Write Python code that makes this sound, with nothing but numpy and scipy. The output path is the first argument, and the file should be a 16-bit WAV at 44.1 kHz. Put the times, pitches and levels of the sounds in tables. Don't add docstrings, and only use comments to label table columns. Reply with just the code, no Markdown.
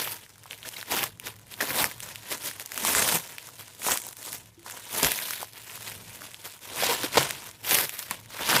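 import sys
import numpy as np
from scipy import signal
from scipy.fft import rfft, irfft
from scipy.io import wavfile
from scipy.ndimage import uniform_filter1d

SR = 44100
rng = np.random.default_rng(int(sys.argv[2]) if len(sys.argv) > 2 else 0)


def wav_record(signal):
    frames = np.transpose(np.atleast_2d(signal))
    bounded = np.clip(frames, -1, 1)
    quanta = np.round(bounded * 32767).astype(np.int16)
    wavfile.write(sys.argv[1], SR, quanta)


N = 379260
TIME, FREQS = np.arange(N) / SR, np.fft.rfftfreq(N, 1 / SR)


def crinkle(levels_db):
    crackle_db = levels_db[1]
    swarm = buckles(per_s=3000 * amp(0.08 * (crackle_db + 40)))
    swarm = refold(swarm, depth_db=1.85, patch_hz=1500, patch_s=0.021)
    swarm = swarm * flurries(depth_db=1.74, length_s=0.01)
    # frequency_hz, gain_db
    film_spectrum = [(25, -75), (45, -32), (70, -10), (170, -4.5), (310, -2.5), (400, -2.5), (800, -5.5),
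                     (1180, -5.5), (1500, -3), (3500, -2.5), (4400, -5.5), (12500, -5.5), (15500, -11.5)]
    spectrum = rfft(colour(swarm, amp(read(film_spectrum, FREQS)) * hollow()))
    crossovers = [below(hz, order=6) ** 2 for hz in (1500, 5500, 10500)]
    bands = np.diff([np.zeros_like(FREQS), *crossovers, np.ones_like(FREQS)], axis=0)
    band_gains_db = [-1.24, -0.3, -3.17, -0.98]
    film = sum(amp(level_db + gain_db) * steady(irfft(spectrum * band, N), window_s=0.21)
               for band, level_db, gain_db in zip(bands, levels_db, band_gains_db))
    return film * flurries(depth_db=0.9, length_s=0.032)


def buckles(per_s, spread_db=3.5, decay_cycles=1.08, tick_db=2.0, tick_s=0.0004, rub_db=-3.5, size=128):
    onsets = np.flatnonzero(rng.random(N) < per_s / SR)
    gain = amp(spread_db * np.minimum(rng.exponential(1, (len(onsets), 1)), 3.6))
    hz = 700 * (15000 / 700) ** rng.random((len(onsets), 1))
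    t = np.arange(size) / SR
    rings = np.sin(2 * np.pi * hz * t) * np.exp(-t * hz / decay_cycles)
    polarity = rng.choice([-1, 1], hz.shape)
    rings = unit(rings * hz * polarity)
    ticks = unit(rng.standard_normal(rings.shape) * np.exp(-t / tick_s))
    clicks = gain * (rings + amp(tick_db) * ticks)
    positions = onsets[:, None] + np.arange(size)
    swarm = np.bincount(positions.ravel(), clicks.ravel(), N)[:N]
    sliding_hiss = amp(rub_db) * rng.standard_normal(N)
    return steady(swarm, window_s=0.024) + sliding_hiss


def refold(x, depth_db, patch_hz, patch_s):
    spectra = signal.stft(x, nperseg=256, noverlap=192)[2]
    bins, frames = round(patch_hz * 256 / SR), round(patch_s * SR / 64)
    patches = uniform_filter1d(rng.standard_normal(spectra.shape), bins, axis=0)
    patches = unit(uniform_filter1d(patches, frames, axis=1))
    return signal.istft(spectra * amp(depth_db * patches), nperseg=256, noverlap=192)[1][:N]


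def flurries(depth_db, length_s):
    return amp(depth_db * unit(smooth(rng.standard_normal(N), length_s)))


def hollow():
    # centre_hz, width_hz, peak_db
    resonances = [(475, 140, -8.5), (645, 180, -6), (960, 154, 3)]
    return 1 + sum(amp(db) / (1 + (2 * (FREQS - hz) / width_hz) ** 2) for hz, width_hz, db in resonances)


def handling():
    # start_s, hold_s, strength_db, rise_s, release_s, body_db, fizz_db, sizzle_db
    pulls = [(0.0, .12, -42, 0.041, 0.071, -11, -3, 6.5), (0.924, .11, -32, .055, .055, -1.5, -3.5, -0.5),
             (1.61, 0.0076, -35, 0.017, 0.14, 0.5, -3, 1), (1.699, 0.018, -36, 0.12, 0.092, -1, -6, 3),
             (1.803, .012, -28.5, .12, .095, 0, -0.5, 2), (2.86, 0.078, -33, 0.14, 0.093, -1.5, 2.5, 2),
             (2.96, 0.0638, -30.5, 0.11, 0.082, -1.5, 5.5, -1),
             (3.09, 0.0721, -31.5, 0.18, 0.066, -0.5, 4, 2),
             (3.875, 0.039, -32.5, 0.071, 0.094, -1.5, 7, 3), (4.002, .1, -54, 0.081, .09, 1.5, 12, -3),
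             (4.228, 0.1, -48.5, .14, 0.099, 0, 7.5, 3.5), (4.654, 0.092, -49, 0.028, 0.23, -0.5, 4, -5),
             (4.96, 0.026, -34, 0.086, .14, -1, 0.5, 4), (5.034, 0.016, -29, .03, .2, -4, -2, 0),
             (5.127, .19, -40, .05, .28, -10, -1.5, 3), (5.679, .27, -48, 0.1285, .25, -5, 1, 0),
             (6.82, .1, -30, 0.14, 0.19, -2, -2, -3.5), (7.169, .02, -28, .075, .18, -1.5, -1, -7.5),
             (7.705, 0.11, -28, 0.071, 0.07, -4, -2.5, 3.5), (7.869, .16, -45.5, 0.048, 0.098, -7, -2, 4),
             (8.496, 0.087, -26, 0.15, 0.098, -1.5, -4.5, -4)]
    # peak_s, strength_db, treble_lift_db
    grips = [(0, -33, -2.5), (.07, -38, -7), (.13, -41, -2), (.43, -58, -8), (0.536, -46, -2),
             (0.668, -42, 0.5), (.745, -51.5, 4), (.785, -46, 0.5), (1.272, -39, -2), (1.525, -50, 0.5),
             (2.04, -47, 4.5), (2.11, -45, -3.5), (2.26, -47, -4), (2.322, -36, 0), (2.42, -43, -1),
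             (2.467, -36.5, 3), (2.612, -45, 1.5), (3.32, -50, 3), (3.485, -50, 3), (3.6, -46.5, 1),
             (4.345, -45, 4), (5.31, -40.5, 2.5), (5.42, -40, -1), (5.565, -48.5, -5), (5.885, -42, -6),
             (6.15, -48, 1.5), (6.245, -46, -1), (6.465, -44, 0.5), (6.555, -50, 2.5), (6.65, -49.5, 1.5),
             (6.71, -58, -3), (7.045, -34, -4.5), (7.36, -47, -5), (7.465, -45, -1), (7.675, -38, -9),
             (8.118, -37.5, -4), (8.32, -50, -8)]
    # time_s, strength_db
    rustle = [(0, -47), (.36, -63), (.62, -55), (.85, -54), (1.15, -67), (1.43, -62), (1.95, -55),
              (2.55, -50), (2.7, -55), (3.25, -52), (3.72, -56), (4.4, -58), (4.56, -68), (4.85, -50),
              (5.53, -58), (6.25, -54), (7.42, -51), (7.6, -57), (8.27, -56.5)]
    rustle_db = np.interp(TIME, *np.transpose(rustle))
    power = band_powers(rustle_db, body_db=-3, fizz_db=1.5, sizzle_db=-3)
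    grip_rise_s, grip_release_s, grip_body_db = 0.06, 0.07, -3
    grip_strokes = [(peak_s, 0, db, grip_rise_s, grip_release_s, grip_body_db, lift_db, lift_db)
                    for peak_s, db, lift_db in grips]
    for start_s, hold_s, strength_db, rise_s, release_s, *colour_db in pulls + grip_strokes:
        level_db = strength_db + stroke(start_s, hold_s, rise_s, release_s)
        audible = level_db > -90
        power[:, audible] += band_powers(level_db[audible], *colour_db)
    return 10 * np.log10(power) + pauses()


def band_powers(level_db, body_db, fizz_db, sizzle_db):
    return amp([[body_db], [0], [fizz_db], [sizzle_db]]) ** 2 * amp(level_db) ** 2


def stroke(start_s, hold_s, rise_s, release_s, swell_db=20):
    before = np.maximum(start_s - TIME, 0) / rise_s
    after = np.maximum(TIME - start_s - hold_s, 0) / release_s
    return -swell_db * (before + after)


def pauses(settle_s=0.045, recover_s=0.012):
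    # restart_s, depth_db
    rests = [(.66, 3), (2.66, 4), (3.585, 6), (4.165, 8), (5.535, 8.5), (6.615, 10), (7.635, 9), (8.295, 9)]
    dip_db = np.zeros(N)
    for restart_s, depth_db in rests:
        settling = np.exp(-np.maximum(restart_s - recover_s - TIME, 0) / settle_s)
        resting = np.clip((restart_s - TIME) / recover_s, 0, 1)
        dip_db -= depth_db * settling * resting
    return dip_db


def snaps(levels_db):
    # start_s, ring_db, pitch_hz, tick_db
    loud_creases = [(0.0465, -17.5, 2920, -32), (.0558, -21, 1810, -28), (.074, -19.5, 1103, -31),
                    (0.4571, -29.5, 990, -48), (.51, -14.5, 3090, -30), (.5309, -20, 2510, -34),
                    (0.6298, -21.5, 3130, -35), (.6889, -23, 2360, -18), (0.813, -18, 3720, -26),
                    (0.828, -20, 1699, -28), (0.9199, -13, 2350, -18), (.966, -23, 1450, -16),
                    (0.9921, -10, 2540, -20), (1.031, -8, 2760, -16), (1.0393, -15, 1090, -11),
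                    (1.0667, -26, 1930, -29), (1.1986, -21, 2650, -22.5), (1.271, -28, 1450, -24.5),
                    (1.54, -19, 3520, -29), (1.6108, -9, 1713, -13.5), (1.7055, -12.5, 1990, -33),
                    (1.8425, -5, 1830, -10), (1.9137, -22, 2072, -27), (2.004, -21.5, 2900, -21.5),
                    (2.158, -20, 2750, -25), (2.3202, -30, 2292, -30), (2.5126, -22.5, 1800, -26.5),
                    (2.5979, -19.5, 2117, -20), (2.6605, -36.5, 2011, -20.5), (2.7193, -19.5, 1971, -17),
                    (2.744, -27, 1902, -18.5), (2.777, -18, 1353, -11.5), (2.85, -13.5, 955, -9.5),
                    (2.9502, -6.5, 1596, -13), (3.0221, -8.5, 1560, -11), (3.089, -12, 1700, -15),
                    (3.3832, -16.5, 2419, -24.5), (3.489, -30.5, 1212, -31), (3.8195, -22, 1980, -30),
                    (3.849, -21, 1510, -22.5), (3.8856, -10.5, 1000, -23), (3.9101, -14, 1350, -19),
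                    (3.958, -20.5, 1060, -30), (3.9741, -19.5, 1768, -10.5), (4.0669, -29.5, 846.3, -21),
                    (4.088, -35, 1340, -20.5), (4.1295, -32, 1797, -26.5), (4.3298, -24.5, 2071, -16.5),
                    (4.6627, -26.5, 1040, -31), (4.6987, -24, 1559, -27), (5.031, -12, 980, -4.5),
                    (5.0465, -5, 2330, -6), (5.1185, -11.5, 1980, -9), (5.1888, -14.5, 2119, -23),
                    (5.3079, -18, 1422, -14), (5.3345, -15.5, 2132, -22), (5.429, -17, 830, -21),
                    (5.698, -22.5, 2592, -34), (6.219, -25, 1410, -32), (6.3444, -19, 3337, -32),
                    (7.0337, -16, 1582, -15), (7.2295, -7.5, 2981, -13), (7.3083, -12.5, 2157, -14.5),
                    (7.71, -13, 2140, -9), (7.7463, -13, 2588, -5.5), (7.7525, -4, 2679, -12),
                    (7.7864, -10.5, 1893, -7.5), (7.8391, -17, 3176, -19), (7.894, -13.5, 2644, -15.5),
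                    (7.9918, -29, 1677, -15.5), (8.0276, -20.5, 3873, -29), (8.1101, -16, 2095, -12),
                    (8.3923, -17, 1684, -36), (8.5299, -5, 1436, -24), (8.566, -6, 1231, -16)]
    rings, ticks = np.zeros(N), np.zeros(N)
    for start_s, ring_db, pitch_hz, tick_db in loud_creases + lesser_creases(levels_db):
        add(rings, start_s, amp(ring_db) * facet(pitch_hz, swell_cycles=0.55))
        front = ring(rng.uniform(6000, 11000), decay_s=0.00011)
        spray = np.tanh(tick(decay_s=0.0008))
        add(ticks, start_s, amp(tick_db) * (front + spray))
    return amp(-4.0) * colour(rings, above(410, order=3)) + colour(ticks, above(2800, order=2))


def lesser_creases(levels_db, usual_db=-45, usual_per_s=30, spread_db=2, spread_octaves=0.35):
    rate_growth, level_growth = 0.18, 0.63
    _, crackle_db, fizz_db, _ = levels_db - usual_db
    per_s = usual_per_s * amp(rate_growth * crackle_db)
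    onsets = np.flatnonzero(rng.random(N) < per_s / SR)
    loud, sharp, high = np.clip(rng.standard_normal((len(onsets), 3)), -2, 2).T
    ring_db = -32 + level_growth * crackle_db[onsets] + spread_db * loud
    tick_db = -29.5 + level_growth * fizz_db[onsets] + spread_db * sharp
    pitch_hz = 1880 * 2 ** (spread_octaves * high)
    return list(zip(onsets / SR, ring_db, pitch_hz, tick_db))


def facet(hz, swell_cycles, size=600):
    cycles = hz * np.arange(size) / SR
    envelope = cycles / swell_cycles * np.exp(1 - cycles / swell_cycles)
    return np.sin(2 * np.pi * cycles) * envelope


def rips(fade_db=4):
    # start_s, level_db, length_s, slips_per_s, pitch_hz
    runs = [(1.6052, -17, 0.0046, 670, 1760), (2.992, -14, 0.031, 180, 1650), (3.866, -16, 0.032, 166, 750),
            (5.027, -14.5, .033, 133, 400), (6.824, -11.5, 0.0032, 496, 660.7),
            (6.8345, -12, 0.003, 740, 680), (6.89, -18, 0.026, 474, 600.5),
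            (7.041, -17, 0.0038, 294, 398.8), (7.172, -3, .0125, 472, 706),
            (8.1117, -17.5, 0.0028, 1000, 1198)]
    out = np.zeros(N)
    for start_s, level_db, length_s, slips_per_s, pitch_hz in runs:
        for k in range(int(length_s * slips_per_s) + 1):
            jitter, scatter_db = rng.standard_normal(2)
            slip = ring(pitch_hz, decay_s=0.51 / pitch_hz) + amp(-2.5) * tick(decay_s=0.00084)
            slip_s = start_s + (k + 0.073 * jitter) / slips_per_s
            slip_db = level_db + scatter_db - fade_db * k / slips_per_s / length_s
            add(out, slip_s, amp(slip_db) * slip)
    return colour(out, above(186, order=3) * below(5100, order=2))


def squeaks(roughness=0.11):
    # start_s, level_db, length_s, start_hz, end_hz
    glides = [(0.644, -45, 0.02, 1330, 2100), (0.726, -48, 0.024, 3020, 3550),
              (0.761, -41.5, 0.016, 4020, 4150), (0.762, -41.5, 0.012, 1980, 2450),
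              (1.604, -28.5, 0.0068, 2060, 1690), (1.621, -30, .007, 1830, 1700)]
    out = np.zeros(N)
    for start_s, level_db, length_s, start_hz, end_hz in glides:
        size = int(length_s * SR)
        jitter = unit(uniform_filter1d(rng.standard_normal(size), size=30))
        pitch_hz = np.linspace(start_hz, end_hz, size) * (1 + roughness * jitter)
        note = np.sin(2 * np.pi * np.cumsum(pitch_hz) / SR)
        add(out, start_s, amp(level_db) * unit(note * np.hanning(size)))
    return out


def knocks_and_boom():
    # start_s, level_db, pitch_hz, t60_s
    low_notes = [(1.82, -41, 65, 0.13), (3.89, -42, 59.9, 0.11), (2.83, -35, 216, 0.16),
                 (2.95, -37, 67.92, 0.19), (3.14, -28.5, 167.9, 0.16), (4.577, -47, 338.4, 0.27),
                 (5.028, -24.5, 165, 0.088), (5.045, -29, 60, 0.12), (7.172, -29, 332.4, 0.047),
                 (7.187, -27.5, 140, 0.27), (8.538, -33, 160.9, 0.29)]
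    out = np.zeros(N)
    for start_s, level_db, pitch_hz, t60_s in low_notes:
        add(out, start_s, amp(level_db) * ring(pitch_hz, t60_s / np.log(1000), size=12000))
    return colour(out, above(51, order=3))


def room(x, steps=40, mode_hz=135, mode_t60_s=0.11, coupling_db=-51):
    hop = N // steps
    padded, out = np.pad(x, hop), np.pad(x, hop)
    crossfade = np.sin(np.pi * np.arange(2 * hop) / (2 * hop))
    for k in range(steps + 1):
        part = padded[k * hop:][:2 * hop] * crossfade
        add(out, k * hop / SR, signal.fftconvolve(part, echoes(wet_db=-15.5)))
    out = out[hop:hop + N]
    mode = ring(mode_hz, mode_t60_s / np.log(1000), size=16000)
    add(out, 0.012, amp(coupling_db) * signal.oaconvolve(x, mode))
    return out


def echoes(wet_db, per_s=4000, gap_s=0.002, size=12000):
    # frequency_hz, t60_s
    decay_times = [(100, 0.13), (500, 0.076), (4000, 0.071), (15000, 0.085)]
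    reflections = rng.standard_normal(size) * (rng.random(size) < per_s / SR)
    reflections *= np.arange(size) > gap_s * SR
    hz, t, spectra = signal.stft(reflections, SR, nperseg=256)
    decay = 1000 ** (-t / read(decay_times, hz)[:, None])
    tail = signal.istft(spectra * decay, SR, nperseg=256)[1][:size]
    return amp(wet_db) * tail / np.linalg.norm(tail)


def rumble(floor_db=-60.5):
    # peak_s, level_db, half_width_s
    swells = [(0, -53, 0.11), (1.3, -54, 0.26), (2.02, -54.5, 0.22), (4.4, -56.5, .1), (5.98, -51.5, 0.17),
              (7.3, -53, .25), (8.23, -53.5, .12)]
    # frequency_hz, gain_db
    spectrum = [(25, -26), (55, -9), (80, -11), (105, 5), (135, -5), (190, -9.5), (300, -17), (800, -24.5),
                (3000, -39), (15000, -62)]
    power = amp(floor_db) ** 2
    for peak_s, level_db, half_width_s in swells:
        power += amp(level_db) ** 2 * np.exp(-((TIME - peak_s) / half_width_s) ** 2)
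    noise = colour(rng.standard_normal(N), amp(read(spectrum, FREQS)))
    return np.sqrt(power) * unit(noise)


def ring(hz, decay_s, size=600):
    t = np.arange(size) / SR
    return np.sin(2 * np.pi * hz * t) * np.exp(-t / decay_s)


def tick(decay_s, size=600):
    return rng.standard_normal(size) * np.exp(-np.arange(size) / SR / decay_s)


def colour(x, gain):
    cepstrum = irfft(np.log(np.maximum(gain, 1e-5)), N)
    cepstrum[1:N // 2] *= 2
    cepstrum[N // 2 + 1:] = 0
    return irfft(rfft(x) * np.exp(rfft(cepstrum)), N)


def above(hz, order):
    return 1 / np.sqrt(1 + (hz / (FREQS + 1)) ** (2 * order))


def below(hz, order):
    return 1 / np.sqrt(1 + (FREQS / hz) ** (2 * order))


def smooth(x, window_s):
    size = int(window_s * SR)
    return uniform_filter1d(uniform_filter1d(x, size), size)


def steady(x, window_s):
    return x / np.sqrt(abs(smooth(x ** 2, window_s)) + 1e-12)


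def amp(db):
    return 10 ** (np.asarray(db) / 20)


def unit(x):
    return x / np.sqrt(np.mean(x ** 2) + 1e-20)


def read(points, hz):
    points_hz, values = np.transpose(points)
    return np.interp(np.log(hz + 1), np.log(points_hz + 1), values)


def add(mix, start_s, sound):
    part = mix[max(round(start_s * SR), 0):][:len(sound)]
    part += sound[:len(part)]


def scene():
    levels_db = handling()
    film = crinkle(levels_db) + snaps(levels_db) + rips() + squeaks()
    return (room(film) + knocks_and_boom() + rumble())[None]


def record(dry):
    cutoff_hz = 15550
    low_pass = signal.firwin(401, cutoff_hz, window=("kaiser", 8), fs=SR)
    return signal.oaconvolve(dry, low_pass[None], "same")


dry = scene()
out = record(dry)
wav_record(out)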